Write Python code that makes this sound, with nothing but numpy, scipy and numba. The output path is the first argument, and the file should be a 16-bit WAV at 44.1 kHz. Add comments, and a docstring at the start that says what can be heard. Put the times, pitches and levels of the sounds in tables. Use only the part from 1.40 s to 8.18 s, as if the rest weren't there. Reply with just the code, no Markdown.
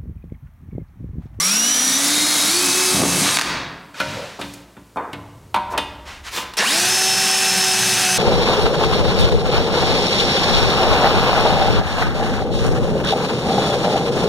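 """A cordless drill bores twice into the sheet-metal door of a van in a garage. Its motor and gears whine
over rattle and fan air. In the first hole the bit squeals and chatters through the panel, then the brake
clacks; in the second it scrapes on. Between the holes the door and its wooden trim are knocked and rubbed.
A limiter holds the loud drill down and lets the room's echo swell up when it stops."""
import sys
import numpy as np
from scipy import signal
from scipy.fft import rfft, irfft
from scipy.io import wavfile
from scipy.ndimage import uniform_filter1d
from numba import njit

SR = 44100
rng = np.random.default_rng(int(sys.argv[2]) if len(sys.argv) > 2 else 0)


def generate_wav(signal):
    """Clip the signal to [-1, 1] and save it as 16-bit WAV at the path in sys.argv[1]."""
    frames = np.transpose(np.atleast_2d(signal))
    scaled = np.clip(frames, -1, 1) * 32767
    pcm = np.round(scaled).astype(np.int16)
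    wavfile.write(sys.argv[1], SR, pcm)


N = 298998
T = np.arange(N) / SR
HZ = np.maximum(np.arange(N // 2 + 1) * SR / N, 1)


def undb(db):
    """Turn decibels into a gain."""
    return 10 ** (np.asarray(db) / 20)


def unit(x):
    """Scale a sound to an average (rms) size of 1."""
    return x / np.sqrt(np.mean(x ** 2))


def over_hz(points, hz):
    """Read between (frequency, value) points, giving each octave equal room."""
    f, value = np.transpose(points)
    return np.interp(np.log(hz), np.log(f), value)


def shape(x, gain):
    """Give each frequency its own gain."""
    return irfft(rfft(x) * gain, N)


def band(x, low_hz, high_hz, order=2):
    """Keep what lies between two frequencies."""
    edges = [low_hz, min(high_hz, SR / 2 - 1)]
    return signal.sosfilt(signal.butter(order, edges, "band", fs=SR, output="sos"), x)


def convolve(x, response):
    """Let every sample of a sound set off the same echo or ring."""
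    return signal.fftconvolve(x, response)[:N]


def noise(samples=N):
    """Plain white hiss."""
    return rng.standard_normal(samples)


def wobble(rate):
    """A random drift, about 1 in size, that turns rate times a second."""
    return 1.2 * np.interp(T * rate, np.arange(N), noise())


def gate(start, end):
    """On between two times, with 4 ms fades outside them."""
    return np.clip(1 + np.minimum(T - start, end - T) / .004, 0, 1)


def swells(rows):
    """A gain that rises to a peak and falls away for each row."""
    return sum(undb(db) * np.interp(T, [start, peak, end], [0, 1, 0]) for start, peak, end, db in rows)


def add(out, start, sound):
    """Mix a sound in at a given time."""
    i = int(start * SR)
    out[i:i + len(sound)] += sound[:N - i]


# the tone of the quiet garage: f/Hz, level/dB
ROOM_TONE = [(20, -17), (60, -4), (120, -3), (300, 3.5), (1000, -7), (3000, -13), (8000, -15), (15500, -22)]

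def still_air(level_db=-53):
    """The faint, low hush of the room."""
    return undb(level_db) * unit(shape(noise(), undb(over_hz(ROOM_TONE, HZ))))


# how long the garage echoes: f/Hz, time to fade by 60 dB/s
ECHO_TIMES = [(60, 1.17), (250, 1.16), (1000, 1.02), (2500, 0.82), (5000, 0.6756), (8000, 0.44),
              (12000, 0.34), (16000, 0.56)]

def garage(x, echo_db=-6, gap_s=0.0048):
    """The walls add a wash of echoes whose high notes die first."""
    hz, t, spectrum = signal.stft(noise(2 * SR), SR, nperseg=256)
    decay = np.exp(-np.log(1000) * t / over_hz(ECHO_TIMES, hz + 1)[:, None])
    tail = signal.istft(spectrum * decay * np.clip(t / gap_s - 1, 0, 1), SR)[1]
    return x + undb(echo_db) * convolve(x, tail / np.sqrt(SR / np.log(1000) / 2))


# hand, sleeve and bit sliding on the door: start/s, peak/s, end/s, level/dB, f/Hz, width/Hz
DOOR_RUBS = [(2.535, 2.607, 2.7, -30.5, 1560, 3070), (2.583, 2.702, 3.05, -32, 1480, 3800),
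             (2.704, 2.784, 2.94, -30, 557, 79.6), (2.605, 2.695, 2.9, -34, 132, 50),
             (2.993, 2.99, 3.27, -40, 3000, 3420), (4.28, 4.346, 4.43, -28.5, 560, 710),
             (4.293, 4.326, 4.35, -41, 4500, 3970), (4.647, 4.682, 4.83, -34.5, 1570, 2320),
             (4.829, 4.879, 4.92, -31, 1940, 2780), (4.902, 4.967, 5.05, -26.5, 3760, 3770),
             (4.905, 4.955, 5.13, -29, 990, 2230), (5.175, 5.184, 5.228, -6.5, 5550, 300),
             (5.192, 5.197, 5.245, -3, 1780, 200)]
# the door rumbling as it is let go and leaned on: same columns
DOOR_RUMBLES = [(2, 2.196, 2.18, -33, 60.5, 9.8), (3.712, 3.73, 4.7, -42, 110, 16),
                (3.747, 4.6, 5.6, -42.5, 62.4, 12)]

def rubs():
    """Each rub or rumble is noise around one pitch that swells and fades."""
    out = 0
    for start, peak, end, db, hz, width_hz in DOOR_RUBS + DOOR_RUMBLES:
        resonance = 1 / np.hypot(1, (HZ - hz ** 2 / HZ) / width_hz)
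        treble_cut = 1 / np.hypot(1, (HZ / (4 * hz)) ** 2)
        friction = unit(shape(noise(), resonance * treble_cut))
        out = out + friction * swells([(start, peak, end, db)])
    return out


def ring(notes, detune=0.015, attack_s=0.0022):
    """A struck part rings with all its own notes, a little differently at each blow."""
    hz, db, fade_s = np.transpose(notes)[:, :, None]
    t, chance = T[:int(1.5 * SR)], rng.random((len(notes), 2))
    hz = hz * (1 + detune * (chance[:, :1] - .5))
    swing = np.sin(2 * np.pi * (hz * t + chance[:, 1:]))
    sound = np.sum(undb(db - 60 * t / fade_s) * swing, axis=0)
    return sound * np.minimum(t / attack_s, 1) / np.sqrt(np.sum(undb(db) ** 2) / 2)


# notes of the wooden trim, stiff door frame, broad door panel, and steel bit with its clamp (the chuck):
# f/Hz, level/dB, ring time/s
TRIM_NOTES = [(543, -4, 0.38), (610, -4, 0.44), (940, -3, 0.31), (1372, 6.5, 0.13), (1485, 6.5, 0.14),
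              (1680, -1, 0.16), (2080, -9, 0.23), (2450, 5.5, 0.073), (3240, -5, 0.15), (4360, -2, 0.093)]
FRAME_NOTES = [(366, -16, 0.3), (603, -9, 0.42), (755, -4, 0.18), (864, 7, 0.11), (933, 7.5, 0.14),
               (1018, 2, 0.3), (1161, 1.5, 0.18), (1313, -0.5, .1), (1590, -11, 0.17), (2270, -9.5, 0.14),
               (2530, -18, 0.19), (3650, -13, 0.1), (3550, -13, 0.089)]
PANEL_NOTES = [(57.2, -14, 3.3), (61.7, -17, 1.4), (81.8, -10, 1.5), (112.9, -10.5, 1.3), (137, -3, 0.35),
               (142.4, -11.5, 0.33), (179.2, -2.5, 0.96), (197, 1, 0.3), (223.4, -8.5, 0.33),
               (251, -1, 0.32), (288.9, 1, 0.56), (355.6, -2, 0.23), (464, -16, 0.33)]
STEEL_NOTES = [(2500, -7, 0.17), (2840, -5, .18), (3120, -4, .15), (3540, 1, 0.11), (5879, -12, 0.079),
               (8839, -6, 0.088)]
# how a blow on each part spreads: into trim/dB, frame/dB, panel/dB, steel/dB
BLOW_SPREAD = {"trim": (1.5, -11, -16, -22), "frame": (-8.5, 3.5, -17.5, -20), "panel": (-9, -3, 0, -13),
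               "chuck": (-10, -0.5, -16.5, -1.5)}
# the knocks: t/s, part struck, clack fade/s, clack level/dB, clack top f/Hz, ring level/dB
BLOWS = [(2.543, "trim", .008, -46, 6110, -36), (2.601, "trim", .018, -20.5, 4700, -16.5),
         (2.989, "panel", 0.024, -28, 1210, -35.5), (3.013, "panel", 0.02, -25, 4040, -40),
         (3.038, "panel", .0053, -34, 700, -35.5), (3.137, "chuck", 0.0025, -38.5, 11900, -62),
         (3.367, "panel", .018, -44.5, 2510, -40), (3.559, "panel", 0.024, -25, 1210, -37.5),
         (3.57, "frame", 0.09, -26.5, 1520, -22), (3.731, "panel", 0.015, -27.5, 3430, -34.5),
         (4.143, "frame", 0.015, -20, 3820, -17), (4.160, "frame", 0.013, -22, 3670, -15.5),
         (4.335, "frame", 0.013, -23, 920, -24.5), (4.377, "chuck", 0.013, -14.5, 4170, -18.5),
         (4.973, "chuck", 0.011, -23.5, 3130, -23), (5.137, "chuck", 0.006, -30, 4530, -42),
         (5.175, "chuck", 0.054, -13, 4570, -36)]

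def knocks(tick_fade_s=0.0066, hard_hz=3700):
    """Each blow clacks, ticks if it is hard, and sets the struck part and its neighbours ringing."""
    out = np.zeros(N)
    parts = (TRIM_NOTES, FRAME_NOTES, PANEL_NOTES, STEEL_NOTES)
    for start, part, fade_s, clack_db, top_hz, ring_db in BLOWS:
        clack = unit(band(noise(SR), 250, top_hz, order=4)) * np.exp(-T[:SR] / fade_s)
        tick = unit(band(noise(SR), 3500, 11800)) * np.exp(-T[:SR] / tick_fade_s)
        hardness = undb(-11 + 30 * np.log10(top_hz / hard_hz))
        add(out, start, undb(clack_db) * (clack + hardness * tick))
        rings = sum(undb(ring_db + db) * ring(notes) for db, notes in zip(BLOW_SPREAD[part], parts))
        add(out, start, band(rings, 30, 2.2 * top_hz))  # a soft blow leaves the high notes quiet
    return out


# clacks of the chuck as the brake stops it: t/s, level/dB
BRAKE_CLACKS = [(1.971, 14.5), (1.987, 13), (1.994, 9.5), (2.012, 11.5), (2.02, 4.5), (2.035, -16)]

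def brake(fade_s=0.0024):
    """The chuck's lock clacks a few times as the motor stops dead."""
    out = np.zeros(N)
    for start, db in BRAKE_CLACKS:
        add(out, start, undb(db) * np.exp(-T[:SR] / fade_s) * noise(SR))
    return band(band(out, 710, 11000), 349.4, 3100, order=1)


def cutting(start, end, bites, push_db, boom_hz, crunch_db, lean_s=0.32, catch_hz=64, heavy_db=-20):
    """The bit's edges catch unevenly and shake the panel; pushed hard, they tear it with a crunch."""
    load = undb(push_db) * np.clip((T - start) / lean_s, .05, 1) + swells(bites)
    since_catch = np.cumsum(catch_hz * (1 + .15 * wobble(60))) / SR % 1
    catches = noise() * np.exp(-since_catch / 0.46) * undb(1.3 * wobble(60))
    panel = ring(PANEL_NOTES)
    damped_panel = panel * np.exp(-5 * T[:len(panel)])
    boom = unit(band(convolve(catches, damped_panel), *boom_hz, order=3))
    grind = unit(band(catches, 220, 800))
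    crunch = grind * undb(crunch_db) * (load / undb(heavy_db)) ** 0.84
    return (boom + crunch) * load * gate(start, end)


# squeals of the bit: grips/s, slips/s, settled f/Hz, level/dB
BIT_SQUEALS = [(-.1, 0.006, 5980, -19), (0.03, 0.082, 5750, -20.5), (0.113, 0.131, 5900, -17),
               (.155, .49, 5850, -20), (0.527, 0.573, 6070, -21), (0.668, 0.683, 5700, -24)]

def squeal(glide_s=0.014, sag_hz=750, fade_db=13, creep_hz=230, creep_s=0.055):
    """The dry bit sings: it slides up as it grips, creeps to its pitch, then sags and dies as it slips."""
    out = 0
    for grips, slips, settled_hz, db in BIT_SQUEALS:
        loose = np.clip(np.maximum(grips - T, T - slips) / glide_s, 0, 2)  # 0 gripping, 2 silent
        creep = np.exp(-np.maximum(T - grips, 0) / creep_s)
        hz = settled_hz - creep_hz * creep - sag_hz * loose
        waver = 1 + 0.0041 * wobble(400) + 0.00402 * wobble(18)
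        angle = 2 * np.pi * np.cumsum(hz * waver) / SR
        level = undb(db - fade_db * loose + 0.69 * wobble(56.3)) * (loose < 2)
        out = out + np.sqrt(2) * level * np.sin(angle)
    return out


def motor(trigger, start_speed):
    """Turns per second: the heavy rotor lags behind each move of the trigger."""
    speed = np.full(N, float(start_speed))
    for start, aim, lag_s in trigger:
        i = int(start * SR)
        speed[i:] = aim + (speed[i] - aim) * np.exp(-T[:N - i] / lag_s)
    return speed


# spells when the chuck rattles harder: start/s, peak/s, end/s, level/dB
CHUCK_RATTLES = [(1.8, 1.88, 1.985, -24.5), (5.176, 5.2, 5.26, -20.5)]

def rattle_and_fan(angle, pace, colour, rattle_db, fan_rise_db, fan_db=-23, split_hz=3200):
    """Gear teeth clatter and the fan hisses above them; both pulse with each turn and grow with speed."""
    ripple_db = 1.23 * np.interp(HZ / 110, np.arange(N), noise())  # the plastic case's narrow resonances
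    case = undb(over_hz(colour, HZ) + ripple_db)
    treble = 1 / (1 + (split_hz / HZ) ** 4)
    teeth = noise() * undb(1.3 * wobble(900)) * (1 + 0.2 * np.cos(angle))
    teeth = shape(teeth, case * np.sqrt(1 - treble))
    teeth /= np.std(band(teeth, 500, 3000, order=6))
    fan = noise() * undb(2 * wobble(1500)) * (1 + 0.02 * np.cos(angle))
    fan = shape(fan, case * np.sqrt(treble))
    fan /= np.std(band(fan, 6800, 15000, order=6))
    rattle = undb(rattle_db + 12 * pace) + swells(CHUCK_RATTLES)
    return rattle * teeth + undb(fan_db + fan_rise_db * pace) * fan


# pitches at which the gearbox rings: f/Hz, width/Hz, boost/dB
GEARBOX_PEAKS = [(1030, 290, 6.5), (2540, 160, 4), (2945, 440, 8.5), (3710, 250, 9.5), (4130, 260, 7.5),
                 (4470, 170, 13.5), (5303, 170, 14)]

def gearbox_db(hz):
    """A tone gets louder as it sweeps past one of the gearbox's own pitches."""
    return sum(db / (1 + (2 * (hz - f) / width) ** 2) for f, width, db in GEARBOX_PEAKS)


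# the strong tones (shaft hum, whine, meshing gears, whine an octave up): multiple of the motor speed,
# level in hole 1/dB, in hole 2/dB, change per tenfold speed/dB, under strain/dB, once through/dB
MOTOR_TONES = [(1, -29, -34.5, 23.5, 4, -19), (7, -38.5, -36.5, -3.5, 11.5, -1.5),
               (12.58, -38.5, -46.5, 2.5, 33, -2), (14, -37, -36, 36, 0, -12)]
# speeds over which the whine fades in: from/(turns/s), to/(turns/s)
WHINE_ONSET = [33, 60]

def drill(hole, speed, through, overtones, colour, jerk, overtone_db, rattle_db, fan_rise_db):
    """One spinning shaft drives the whine, rattle and fan; speeding up strains the gears."""
    pace = np.log10(np.maximum(speed / speed.max(), .15))  # 0 at top speed, negative below it
    speeding_up = np.maximum(np.gradient(speed) * SR, 0)
    strain = jerk * np.tanh(speeding_up / 1900)  # levels off past 1900 turns/s gained each second
    waver = 1 + 0.00093 * wobble(70) + 0.000607 * wobble(6)
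    angle = 2 * np.pi * np.cumsum(speed * waver) / SR
    tones = []
    for multiple, first_db, second_db, rise_db, strain_db, through_db in MOTOR_TONES:
        base_db = first_db if hole == 1 else second_db
        change_db = rise_db * pace + strain_db * strain + through_db * through
        tones.append((multiple, base_db + change_db + gearbox_db(multiple * speed)))
    # the overtones only come out near top speed
    tones += [(multiple, overtone_db + db + 40 * pace) for multiple, db in overtones]
    whine = sum(undb(db + 1.36 * wobble(25)) * np.sin(multiple * angle) for multiple, db in tones)
    whine *= np.sqrt(2) * np.interp(speed, WHINE_ONSET, [0, 1])
    return whine + rattle_and_fan(angle, pace, colour, rattle_db, fan_rise_db)


# moves of the trigger: t/s, speed aimed at/(turns/s), lag/s
FIRST_TRIGGER = [(0, 280, .27), (.55, 303.7, .125), (1.08, 370.7, .066), (1.6, 380, .16), (1.93, 0, .4)]
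# the motor's weaker tones: multiple of its speed, level/dB
FIRST_OVERTONES = [(2, -20.5), (2.38, -19), (3, -17), (8, -35), (11, -16), (16, -29), (17, -9), (20, -28),
                   (22, -10.5), (23, -12.5), (24, -28), (28, -32), (30, -20)]
# tone colour of the rattle and fan: f/Hz, level/dB
FIRST_COLOUR = [(60, -28), (130, -48), (220, -14.5), (480, -13), (800, -12), (1300, -9), (2100, -9),
                (2900, -10), (3900, -3), (5000, -5.5), (6100, -3), (7400, -5), (10100, -4), (12000, -13),
                (15500, -21)]
# the bit biting deeper: start/s, peak/s, end/s, level/dB
FIRST_BITES = [(1.194, 1.29, 1.33, -32.5), (1.52, 1.542, 1.71, -24), (1.559, 1.64, 1.744, -17),
               (1.693, 1.753, 1.95, -21.5)]

def first_hole(start=0, end=1.97, through_s=1.52, freeing_s=.15):
    """The trigger is squeezed gently in stages; the bit squeals, then tears through and runs free."""
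    speed = motor(FIRST_TRIGGER, start_speed=160)
    through = np.clip((T - through_s) / freeing_s, 0, 1)
    tool = drill(hole=1, speed=speed, through=through, overtones=FIRST_OVERTONES, colour=FIRST_COLOUR,
                 jerk=0.26, overtone_db=-22.5, rattle_db=-27.5, fan_rise_db=6)
    squeals = squeal()
    cut = cutting(start, end, FIRST_BITES, push_db=-37.5, boom_hz=(91, 337), crunch_db=-6)
    return tool * gate(start, end) + squeals + cut


# the same four tables for the second hole, with the same columns
SECOND_TRIGGER = [(5.172, 140, .09), (5.225, 380.2, .072), (6.07, 340, 2.3)]
SECOND_OVERTONES = [(2, -9.5), (5, -22), (8, -15), (13, -27), (15, -13), (16, -5.5), (17, -6), (20, -30),
                    (24, -15)]
SECOND_COLOUR = [(60, -36), (130, -25), (200, -6), (310, -18), (480, -10), (850, -7), (1100, -8.5),
                 (1700, -1.5), (2150, -6.5), (2500, -1.5), (3000, -3.5), (4200, 0), (6000, -3),
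                 (7500, -1.5), (9700, -2.5), (12000, -10.5), (15500, -19.5)]
SECOND_BITES = [(5.19, 5.22, 4, -37), (5.413, 5.46, 5.62, -38), (5.657, 5.7, 5.95, -38),
                (6.043, 6.157, 6.3, -35), (6.216, 6.55, 7, -34)]

def second_hole():
    """The trigger is pulled right in and the bit scrapes on without coming through."""
    start, end = SECOND_TRIGGER[0][0], T[-1]
    speed = motor(SECOND_TRIGGER, start_speed=20)
    tool = drill(hole=2, speed=speed, through=0, overtones=SECOND_OVERTONES, colour=SECOND_COLOUR,
                 jerk=0.73, overtone_db=-23, rattle_db=-24, fan_rise_db=12.5)
    cut = cutting(start, end, SECOND_BITES, push_db=-41, boom_hz=(95, 209), crunch_db=0)
    return tool * gate(start, end) + cut


# how much the microphone's left and right openings differ: f/Hz, level/dB
STEREO_SPREAD = [(1400, -66), (2800, -43), (4000, -30), (5600, -22), (9000, -15.5), (14000, -18)]

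def scene(drill_db=12):
    """Both holes and the handling between them, heard in the garage from two points close together."""
    hush = still_air()
    drilling = undb(drill_db) * (first_hole() + second_hole())
    middle = garage(drilling + brake() + knocks() + rubs()) + hush
    scatter = noise(2048) / np.sqrt(2048)
    side = shape(convolve(middle, scatter), undb(over_hz(STEREO_SPREAD, HZ)))
    return np.array([middle + side, middle - side])


@njit
def hold(x, release):
    """Follow rises at once and let go slowly."""
    out, held = np.empty(len(x)), 0.
    for i in range(len(x)):
        held = max(x[i], held + (x[i] - held) * release)
        out[i] = held
    return out


def record(dry, ceiling_db=-16.5, release_s=0.063, window_s=0.033, top_hz=15850):
    """A limiter turns the sound down when it passes the ceiling; then the highest treble is cut."""
    power = uniform_filter1d(dry[0] ** 2, int(window_s * SR))
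    excess_db = 10 * np.log10(np.maximum(power / undb(ceiling_db) ** 2, 1))
    limited = dry * undb(-hold(excess_db, 1 / (release_s * SR)))
    return signal.sosfilt(signal.ellip(12, .1, 90, top_hz, fs=SR, output="sos"), limited)


dry = scene()
out = record(dry)
generate_wav(out)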